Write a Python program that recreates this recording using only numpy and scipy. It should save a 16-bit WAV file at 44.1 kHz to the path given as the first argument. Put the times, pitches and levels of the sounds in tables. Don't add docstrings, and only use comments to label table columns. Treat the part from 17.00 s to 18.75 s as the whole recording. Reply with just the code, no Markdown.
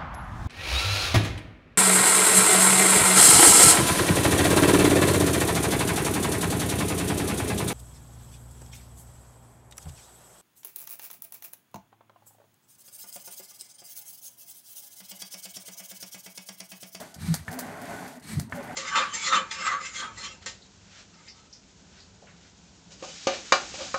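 import sys
import numpy as np
from scipy import signal
from scipy.fft import rfft, irfft
from scipy.io import wavfile
from scipy.ndimage import uniform_filter1d, map_coordinates

SR = 44100
rng = np.random.default_rng(int(sys.argv[2]) if len(sys.argv) > 2 else 0)


def undo_db(level):
    steps = np.asarray(level, float) / 20
    return 10 ** steps


def persist_wave(psi):
    counts = np.round(np.clip(psi, -1, 1) * 32767).astype(np.int16)
    wavfile.write(sys.argv[1], SR, np.atleast_2d(counts).T)


N = 77175
T = np.arange(N) / SR


def unit(x):
    return x / np.sqrt(np.mean(x ** 2))


def band(x, hz, width):
    b, a = signal.iirpeak(min(hz, .45 * SR), hz / max(width, 1), fs=SR)
    return signal.lfilter(b, a, x)


def air(colour):
    hz = np.arange(N // 2 + 1) * SR / N + 1
    points = np.array(colour)
    db = np.interp(np.log(hz), np.log(points[:, 0]), points[:, 1], left=-90)
    return unit(irfft(rfft(rng.standard_normal(N)) * undo_db(db), N))


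def walk(rate_hz):
    k = int(SR / rate_hz)
    return unit(uniform_filter1d(uniform_filter1d(rng.standard_normal(N), k), k))


def strokes(curves, layer=0):
    gain = 0
    for curve in curves:
        s, db, over_db = np.array(curve).T
        gain = gain + undo_db(np.interp(T, s, db + layer * over_db, left=-120, right=-120))
    return gain


def rung(resonances, flutter_db, rate_hz):
    out = 0
    for hz, width, db in resonances:
        ring = rng.standard_normal(N)
        for _ in range(2):
            ring = band(ring, hz, 1.16 * width)
        shift = np.cumsum(.015 * walk(14))
        ring = unit(map_coordinates(ring, [np.arange(N) + shift], mode="mirror"))
        out = out + undo_db(db + flutter_db * walk(rate_hz)) * ring
    return out


# (frequency [Hz], level [dB per Hz])
SHOP_COLOUR = [(18, -54), (30, -11), (48, -10), (239, -23.5), (499, -2), (721, 3), (3140, -12), (8520, -76),
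               (16000, -39)]


def shop():
    return air(SHOP_COLOUR) * undo_db(-63 + 1.5 * walk(8))


def room(x):
    gap_s, t60_s, level_db = .0015, 0.09, 4
    d = np.arange(int(.5 * SR)) / SR
    echoes = rng.standard_normal(len(d)) * undo_db(-60 * d / t60_s) * np.clip(d / gap_s, 0, 1)
    return signal.fftconvolve(x, echoes / np.sqrt(np.sum(echoes ** 2)))[:N] * undo_db(level_db)


# (start [s], length [s], from [Hz], to [Hz], peak level [dB])
SQUEAKS = [
    (1.354, .1, 745, 670, -51),
    (1.471, 0.06, 970, 840, -55),
    (1.215, 0.081, 4300, 4300, -60.5),
]


def squeaks():
    out = 0
    for start, length, from_hz, to_hz, db in SQUEAKS:
        u = np.clip((T - start) / length, 0, 1)
        hz = (from_hz + (to_hz - from_hz) * u) * (1 + 0.0089 * walk(60))
        tone = np.sin(2 * np.pi * np.cumsum(hz) / SR)
        out = out + undo_db(db + 2 * walk(50)) * np.sin(np.pi * u) * tone
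    return out


# (time [s], peak level [dB], ring [Hz], swell [s], level of the side modes [dB])
KNOCKS = [
    (0.4795, -21, 1753, 0.0034, -6),
    (1.523, -22, 1700, 0.004, -0.5),
]
# (multiple of the ring [-], level [dB], time to fall 60 dB [s])
LEVER_MODES = [(1, 0.5, 0.0064), (.58, -3, 0.014), (.45, -6, 0.0067), (1.25, -5, 0.015),
               (1.9, -12.5, 0.0062), (.72, -3.5, 0.011), (.86, -24, 0.021), (1.55, -13, 0.015)]


def knocks():
    thud_t60_s = .09
    out = 0
    for s, db, ring_hz, swell_s, side_db in KNOCKS:
        d = np.maximum(T - s, 0)

        def mode(hz, t60_s, rise_s):
            swell = 1 - np.exp(-(d / rise_s) ** 2)
            fade = undo_db(-60 * np.maximum(d - rise_s, 0) / t60_s)
            return swell * fade * np.sin(2 * np.pi * hz * d)

        knock = undo_db(-9.5) * mode(96, thud_t60_s, 0.0029)
        knock = knock + undo_db(-14) * mode(160, thud_t60_s, .02)
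        for multiple, mode_db, t60_s in LEVER_MODES:
            main = multiple == 1
            level = undo_db(mode_db + (0 if main else side_db))
            knock = knock + level * mode(ring_hz * multiple, t60_s, swell_s if main else .0004)
        out = out + undo_db(db) * knock
    return out


# (time [s], peak level [dB], colour [Hz], tail level [dB])
POPS = [(.0034, -27.5, 9200, -17), (0.1422, -33.5, 5900, -14.5), (0.45, -41, 7200, -28),
        (0.473, -43, 5000, -24), (0.5075, -41, 5200, -12.5), (0.514, -35, 10900, -11),
        (0.5292, -25.5, 9050, -17), (.667, -38, 6240, -27), (0.817, -30, 8300, -21.5),
        (1.079, -32.5, 7050, -21), (1.1982, -42, 8000, -19), (1.498, -41, 7340, -24),
        (1.514, -45, 7000, -14), (1.6288, -40, 7000, -15), (1.162, -43, 10000, -21),
        (1.553, -41, 10500, -11), (1.567, -46, 9500, -16), (1.64, -41, 11500, -16.5)]
# (time [s], peak level [dB], colour [Hz], tail level [dB])
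STRIKES = [
    (.3409, -17, 3500, -22),
    (.3423, -11.5, 4800, -24),
    (.5894, -21, 8500, -17),
    (.5913, -18, 8000, -19),
    (1.3974, -22, 4600, -25),
    (1.3988, -20, 5000, -25),
]
FULL_CLAPS = (.341, .59, 1.3975)


def clicks():
    out = np.zeros(N + SR // 2)
    d = np.arange(SR // 2) / SR
    gap_s, fast_t60_s, slow_t60_s, slow_db = .0015, 0.11, 0.12, -9
    fade = undo_db(-60 * d / fast_t60_s) + undo_db(slow_db - 60 * d / slow_t60_s)
    fade = np.clip(d / gap_s, 0, 1) * fade
    thin = signal.butter(2, 3320, "highpass", fs=SR, output="sos")
    for s, db, hz, tail_db in STRIKES + POPS:
        spray = rng.standard_normal(len(d))
        splinter = undo_db(-15) * spray * np.exp(-d / .0005)
        crack = signal.sosfilt(thin, splinter - np.exp(-d / .00005))
        spread = hz * (.4 if db < -33 else 1)
        crack = band(crack, hz, 1.8 * spread)
        crack = crack / np.abs(crack).max()
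        tail = unit(band(signal.sosfilt(thin, spray), hz, 2.3 * spread))
        if min(abs(s - clap) for clap in FULL_CLAPS) < .003:
            crack = crack - undo_db(1) * band(np.exp(-d / 0.00011), 1120, 2000)
            tail = tail + undo_db(-10) * unit(band(spray, 860, 290))
            tail = tail + undo_db(-8) * unit(band(spray, 1570, 390))
        patch_s, patch_db = 0.0017, 2.5
        patches = unit(uniform_filter1d(rng.standard_normal(len(d)), int(patch_s * SR)))
        tail = tail * undo_db(patch_db * patches)
        i = int(s * SR)
        out[i:i + len(d)] += undo_db(db) * (crack + undo_db(tail_db) * fade * tail)
    return out[:N]


# (peak time [s], pitch [Hz], peak level [dB], rise [s], fall [s])
BOOMS = [(.214, 174, -34.5, 0.0034, 0.0041), (0.234, 88.5, -35, .012, .009),
         (.2335, 176, -33, 0.0082, 0.0064), (0.2465, 188, -31.5, 0.0055, 0.0061),
         (.289, 184, -22, 0.0071, 0.0051), (0.313, 165, -16, 0.011, 0.017), (.35, 178, -30, 0.0031, 0.0031),
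         (0.3175, 105, -30.5, 0.021, 0.0093), (.411, 89, -38, 0.011, 0.017), (.405, 151, -39, .01, 0.0071),
         (.566, 255.3, -35.5, 0.022, 0.078), (0.982, 266.5, -43.5, .0067, 0.029),
         (1.18, 241, -42, 0.018, 0.0093), (1.262, 292, -47, 0.011, 0.01), (1.304, 208, -39, 0.011, 0.01),
         (1.3406, 215, -30.5, 0.014, 0.014), (1.378, 142, -21, .01, 0.0069),
         (1.391, 165, -21.5, 0.0065, 0.0013), (1.38, 92, -26.5, 0.019, 0.009),
         (1.385, 285, -38, .012, 0.013), (1.413, 140, -29.5, 0.0076, 0.0067),
         (1.429, 182, -35, 0.0037, 0.0058), (1.491, 96, -47, .012, 0.015), (1.589, 246, -38, 0.032, 0.027),
         (.52, 736, -34.5, .006, 0.0048), (.585, 681, -42.5, 0.025, 0.012),
         (.83, 722, -37.5, 0.0061, 0.016), (.915, 674, -43.5, .015, .02), (1.0, 756, -43, 0.01, 0.014),
         (.95, 1496, -46, 0.039, 0.044), (1.585, 569.6, -36, .015, 0.022), (1.7, 751, -40.5, 0.0076, 0.017),
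         (.512, 160, -43.5, 0.0058, .012), (1.55, 192, -37.5, .01, 0.0099)]


def booms():
    sag = 0.025
    out = 0
    for s, hz, db, rise, fall in BOOMS:
        d = T - s
        swell = np.exp(-.5 * (d / np.where(d < 0, rise, fall)) ** 2)
        turns = hz * (d - sag * d * d / (rise + fall))
        out = out + undo_db(db) * swell * np.cos(2 * np.pi * turns)
    return out


# (time [s], air hiss level [dB], fold rumble over the hiss [dB])
INTAKE = [
    [(.16, -66, 13), (.2, -52.5, -0.5), (.232, -46.5, -1.5), (.286, -43.5, 2), (.33, -45.5, -1.5),
     (.38, -49, -5.5), (.45, -63, 2.5)],
    [(1.215, -80, 29), (1.226, -55, -10), (1.286, -45, -9), (1.335, -42.5, -4.5), (1.385, -50, 4),
     (1.43, -54, 10), (1.5, -68.5, 10)],
]
# (frequency [Hz], level [dB per Hz])
GAP_COLOUR = [(240, -16), (400, -7.5), (536, -15.5), (708, -10.5), (1180, -9), (1990, -6), (2510, -13.5),
              (11000, -17), (16000, -27.5)]
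# (frequency [Hz], width [Hz], level [dB])
HISS_PEAKS = [(1975, 120, -16), (2315, 25, -15), (4020, 630, -13), (6370, 450, -31), (8460, 1000, -11)]
# (frequency [Hz], width [Hz], level [dB])
FOLDS = [(77.5, 22, 0.5), (110, 36, -0.5), (157, 35, 1), (217.3, 66, 2.5), (319, 61, -12)]


def intake():
    hiss = air(GAP_COLOUR) * undo_db(1.7 * walk(47)) + rung(HISS_PEAKS, flutter_db=1.5, rate_hz=26)
    rumble = rung(FOLDS, flutter_db=2.5, rate_hz=36)
    return hiss * strokes(INTAKE) + rumble * strokes(INTAKE, layer=0.81)


# (time [s], roar level [dB], ember hiss over the roar [dB])
JET = [
    [(0, -42.5, -6), (.035, -45, -9.5), (.12, -56.5, -3.5), (.2, -60.5, -32)],
    [(.45, -58.5, -5), (.49, -46.5, -4), (.525, -41, -28), (.6, -43.5, -7), (.75, -43.5, -13),
     (.91, -40, -12), (1.08, -41.5, -13), (1.17, -50.5, -7.5), (1.25, -64.5, -37)],
    [(1.49, -57.5, -20), (1.53, -47.5, -9), (1.56, -42, -9.5), (1.595, -42, -16.5), (1.64, -43.5, -14.5),
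     (1.75, -41.5, -17.5)],
]
# (frequency [Hz], width [Hz], level [dB])
NOZZLE = [(105.1, 7, -16), (175.8, 34, -8), (253, 44, -5.5), (425, 59, -9), (572.6, 50, -8.5),
          (666, 95, -4.5), (785, 57, -8.5), (1066, 69, -20), (1483, 170, -7.5), (1800, 100, -23.5),
          (1914, 650, -6.5)]
# (frequency [Hz], level [dB per Hz])
JET_COLOUR = [(40, -15), (240, 1.5), (480, -13.5), (730, 0), (2050, -19.5), (3000, -24), (5000, -48)]
# (frequency [Hz], level [dB per Hz])
EMBER_COLOUR = [(2000, -10), (3300, 4), (4700, 0), (7500, 3.5), (8500, 1.5), (12000, -1), (15500, -11)]


def nozzle_roar():
    roar = unit(rung(NOZZLE, flutter_db=1.5, rate_hz=52.6))
    roar = roar + undo_db(-1.5 + 1.48 * walk(52)) * air(JET_COLOUR)
    gain = strokes(JET)
    effort = (gain / undo_db(-42.5)) ** 0.07
    roar = roar + (effort - 1) * band(roar, 1700, 2000)
    gust_db = .8 * walk(14)
    return roar * gain * undo_db(0.5 + gust_db)


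def ember_hiss():
    crackles_per_s, spread_db = 96, 4
    starts = rng.random(N) < crackles_per_s / SR
    ticks = starts * undo_db(spread_db * rng.exponential(size=N))
    ticks = signal.lfilter([1], [1, -.985], ticks)
    hiss = air(EMBER_COLOUR) * undo_db(walk(6.7)) * (1 + undo_db(-14) * ticks)
    return hiss * strokes(JET, layer=0.94)


def scene():
    wood = knocks()
    background = shop() + room(undo_db(-8) * wood)
    bellows = squeaks() + wood + clicks() + booms() + intake()
    fire = nozzle_roar() + ember_hiss()
    return (background + bellows + fire)[None]


def low_pass(x):
    return signal.sosfilt(signal.butter(12, 16830, fs=SR, output="sos"), x)


# (frequency [Hz], width [Hz], level added [dB])
PORT = [(4610, 570, -4), (6220, 480, -13), (8530, 140, -1.5), (11300, 550, -11)]


def record(dry):
    mix = dry + sum(undo_db(db) * band(dry, hz, width) for hz, width, db in PORT)
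    bass_cut = signal.butter(3, 48, "highpass", fs=SR, output="sos")
    top_cut = signal.ellip(8, .3, 32, 15750, fs=SR, output="sos")
    edge = signal.ellip(12, .3, 90, 16750, fs=SR, output="sos")
    for cut in (bass_cut, top_cut, edge):
        mix = signal.sosfilt(cut, mix)
    return low_pass(mix)


dry = scene()
out = record(dry)
persist_wave(out)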